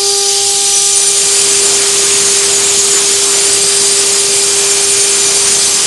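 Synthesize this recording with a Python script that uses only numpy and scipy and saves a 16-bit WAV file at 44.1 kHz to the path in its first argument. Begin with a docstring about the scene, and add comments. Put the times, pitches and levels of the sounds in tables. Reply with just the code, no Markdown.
"""A bright hiss with narrow, squealing whistles: a waterjet cuts a glass sheet in a workshop.
The jet tears into mist and rings a ladder of resonances; its spent water churns under the sheet.
A motor hums near 400 Hz with a thin whine above it, and the machine frame drones faintly.
The balance shifts as a hand-held microphone moves in towards the cutting head."""
import sys
import numpy as np
from scipy import signal
from scipy.fft import rfft, irfft, next_fast_len
from scipy.io import wavfile
from scipy.ndimage import uniform_filter1d

SR = 44100
rng = np.random.default_rng(int(sys.argv[2]) if len(sys.argv) > 2 else 0)


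def dump_mix(stems):
    """Bounce the given channels to the path in sys.argv[1] as a 16-bit WAV at rate SR."""
    frames = np.atleast_2d(stems).T  # one column per channel
    limited = np.clip(frames, -1, 1)  # hard clip at full scale
    pcm = np.round(limited * 32767).astype(np.int16)
    wavfile.write(sys.argv[1], SR, pcm)


N = 258426

MOTOR_HZ = 399.8
LADDER_BASE_HZ, LADDER_STEP_HZ = 4340, 399  # evenly spaced resonances, as in a pipe


def undb(db):
    """Decibels to gain."""
    return 10 ** (np.asarray(db) / 20)


def unit(x):
    """Scale to rms 1."""
    return x / np.sqrt(np.mean(np.abs(x) ** 2))


def curves(table):
    """Per-sample curves from rows of time in seconds, then values."""
    times_s, *columns = np.transpose(table)
    return [np.interp(np.arange(N) / SR, times_s, column) for column in columns]


def glide(from_db, to_db, start_s, length_s):
    """Level in dB: hold, ramp as the microphone moves, hold."""
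    progress = np.clip((np.arange(N) / SR - start_s) / length_s, 0, 1)
    return from_db + (to_db - from_db) * progress


def drift(rate_hz):
    """Smooth random drift, rms 1."""
    position = np.arange(N) / SR * rate_hz
    knots = rng.standard_normal(1024)
    ramps = np.interp(position, np.arange(len(knots)), knots)
    return unit(uniform_filter1d(ramps, int(SR / rate_hz / 2) + 1))


def turbulence(colour, flicker_db, flicker_hz, count=12):
    """Coloured noise in independently flickering bands; returns centres in Hz and bands."""
    hz, db = np.transpose(colour)
    size = next_fast_len(N)
    log_hz = np.log(np.maximum(np.fft.rfftfreq(size, 1 / SR), 1))
    gain = undb(np.interp(log_hz, np.log(hz), db, left=-np.inf, right=-np.inf))
    spectrum = rfft(rng.standard_normal(size)) * unit(gain)
    log_centres = np.linspace(np.log(hz[0]), np.log(hz[-1]), count)
    bands = []
    for weights in np.eye(count):
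        band = irfft(spectrum * np.interp(log_hz, log_centres, weights), size)[:N]
        bands.append(band * undb(flicker_db * drift(flicker_hz)))
    return np.exp(log_centres), bands


def ring(hz, width_hz):
    """Noise-driven resonance: a complex wave whose real part has rms 1."""
    pole = np.exp((2j * np.pi * hz - np.pi * width_hz) / SR)
    return np.sqrt(2) * unit(signal.lfilter([1], [1, -pole], rng.standard_normal(N)))


def frame_drone(swell_at_s=0.45, swell_half_s=0.1, swell_db=-40):
    """The machine frame drones faintly; its lowest note swells once."""
    # Each row: frequency in Hz, width in Hz, level in dB.
    modes = [(100.2, 22, -47.5), (181.3, 8, -47)]
    t = np.arange(N) / SR
    envelope = undb(swell_db) * np.exp(-((t - swell_at_s) / swell_half_s) ** 2)
    swell = envelope * np.sin(2 * np.pi * modes[0][0] * t)
    return swell + sum(undb(db) * ring(hz, width_hz).real for hz, width_hz, db in modes)


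def motor(whine_trim_db=-1, waver_db=1.8, flutter_db=1.5):
    """Clean hum with locked overtones; harmonics 6 and 12 make the fluttering whine."""
    # Hum along the microphone's path. Each row: time in seconds, level in dB.
    hum_levels = [(0.0, -20), (0.08, -19), (0.77, -28), (1.6, -21.5), (4.39, -22), (4.63, -21), (5.5, -24),
                  (5.86, -31.5)]
    # Each row: time in seconds, lower and upper whine in dB before trim.
    whine_levels = [(0, -37, -19.5), (.5, -40, -27.5), (1.0, -32, -32), (1.5, -34.5, -23.5),
                    (2.8, -38, -37), (3.6, -37, -21.5), (4.6, -32, -27.5), (5.2, -29.5, -29),
                    (5.86, -40, -25)]
    # Each row: harmonic number, level in dB.
    overtones = [(3, -38.5), (4, -46)]
    lower_db, upper_db = curves(whine_levels)
    octave_db = glide(-27.5, -40, start_s=0.6, length_s=0.84)  # the microphone leaves it behind
    phase = 2 * np.pi * np.cumsum(MOTOR_HZ + 0.109 * drift(2.99)) / SR
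    partials = [(1, curves(hum_levels)[0]), (2, octave_db)]
    partials += [(k, db + waver_db * drift(4)) for k, db in overtones]
    for k, db in [(6, lower_db), (12, upper_db)]:
        partials.append((k, db + whine_trim_db + flutter_db * drift(25)))
    return np.sqrt(2) * sum(undb(db) * np.sin(k * phase + 2 * np.pi * rng.random()) for k, db in partials)


def churn():
    """The spent jet stirs the water under the sheet."""
    # Each row: frequency in Hz, relative spectral density in dB.
    colour = [(25, -29), (45, -20), (65, -9.5), (100, -3), (140, -2.5), (230, -3), (360, 0), (550, -1.5),
              (1000, -2), (1700, -3), (2650, 0.5), (3300, -5.5), (4500, -38)]
    _, bands = turbulence(colour, flicker_db=1.5, flicker_hz=18)
    return sum(bands)


def beam_gain(hz, peak_db, centre_hz=8300, spread_hz=1900):
    """One band leaves the nozzle in a beam, so its gain depends on the angle to the microphone."""
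    return undb(peak_db * np.exp(-((hz - centre_hz) / spread_hz) ** 2))


def spray(treble_db, comb_db=1.24):
    """Hiss of the jet tearing into mist, lightly coloured by the resonance ladder."""
    # Each row: frequency in Hz, relative spectral density in dB.
    colour = [(1200, -18.5), (2000, -14.5), (2600, -10), (3050, -2), (3600, -1), (4400, 0.5), (5600, -1),
              (7000, -0.4), (8300, -3), (9400, -1), (10300, -6), (11400, -10), (12000, -23)]
    centres_hz, bands = turbulence(colour, flicker_db=0.55, flicker_hz=32)
    low_db = glide(-4, 1.5, start_s=0.2, length_s=0.1)  # low hiss fills in on the approach
    mist = sum(band * beam_gain(hz, treble_db) * beam_gain(hz, low_db, centre_hz=2500, spread_hz=600)
               for hz, band in zip(centres_hz, bands))
    size = next_fast_len(N)
    rung = (np.fft.rfftfreq(size, 1 / SR) - LADDER_BASE_HZ) / LADDER_STEP_HZ
    comb = undb(comb_db * np.cos(2 * np.pi * rung))
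    return irfft(rfft(mist, size) * comb, size)[:N]


def whistles(treble_db, width_hz=24, wander_db=1.0, flutter_db=1.7, wobble_hz=9, focus=1.5):
    """The jet rings resonances that swell and flutter singly; unsteady flow bends them all together."""
    # Base level in dB of each resonance, lowest first.
    levels_db = [-33, -32, -29.5, -29.5, -27, -25, -26, -23, -25, -25.5, -27, -26, -23.5, -26, -28, -34,
                 -39, -40, -42]
    # One whistle takes over. Each row: peak time in seconds, pitch in Hz, rise in dB,
    # half length in seconds.
    squeals = [(.2, 4739, 10, .18), (.25, 5936, 8, .11), (.85, 5936, 11, .3), (1.1, 9128, 5, .4),
               (1.38, 4739, 8, .1), (2.15, 6734, 7, .25), (2.8, 6734, 5, .24), (3.7, 4739, 5, .35),
               (3.95, 8729, 6, .21), (4.98, 9128, 6, .12), (5.27, 9527, 7, .14), (5.5, 4739, 7, .35),
               (5.6, 5936, 6, .3)]
    t = np.arange(N) / SR
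    pitches_hz = LADDER_BASE_HZ + LADDER_STEP_HZ * np.arange(len(levels_db))
    bend = np.exp(2j * np.pi * np.cumsum(wobble_hz * drift(25)) / SR)
    out = np.zeros(N)
    for hz, db in zip(pitches_hz, levels_db):
        squeal_db = sum(rise_db * np.exp(-((t - peak_s) / half_s) ** 2)
                        for peak_s, squeal_hz, rise_db, half_s in squeals
                        if abs(squeal_hz - hz) < LADDER_STEP_HZ / 2)
        unsteady_db = wander_db * drift(6) + flutter_db * drift(45)
        # from one small spot, beamed more sharply than the mist
        gain = undb(db + squeal_db + unsteady_db) * beam_gain(hz, focus * treble_db)
        out += gain * (ring(hz, width_hz) * bend).real
    return out


def scene(spray_db=-14.5, buzz_depth=0.035):
    """Jet, water, motor and frame at one moving microphone."""
    # Jet strength, driving hiss and churn. Each row: time in seconds, gain in dB.
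    strength = [(0, 0.05), (2.4, 0.3), (4.0, -.2), (5.1, -0.8), (5.8, .4)]
    strength_db = curves(strength)[0]
    treble_db = glide(-2.2, 1.1, start_s=0.2, length_s=0.55)  # round the cabinet, into the beam
    water_db = glide(-32.5, -23, start_s=0.92, length_s=0.45)  # over the tank's rim
    jet = undb(spray_db + strength_db) * spray(treble_db) + whistles(treble_db)
    jet *= 1 + buzz_depth * np.sin(2 * np.pi * MOTOR_HZ * np.arange(N) / SR)  # motor vibration
    water = undb(water_db + strength_db) * churn()
    mono = jet + water + motor() + frame_drone()
    return np.array([mono, mono])


def record(dry, ceiling=0.9, cutoff_hz=12000):
    """Clip the highest peaks, then low-pass."""
    lowpass = signal.ellip(10, 0.1, 50, cutoff_hz, fs=SR, output="sos")
    return signal.sosfiltfilt(lowpass, np.clip(dry, -ceiling, ceiling))


dry = scene()
out = record(dry)
dump_mix(out)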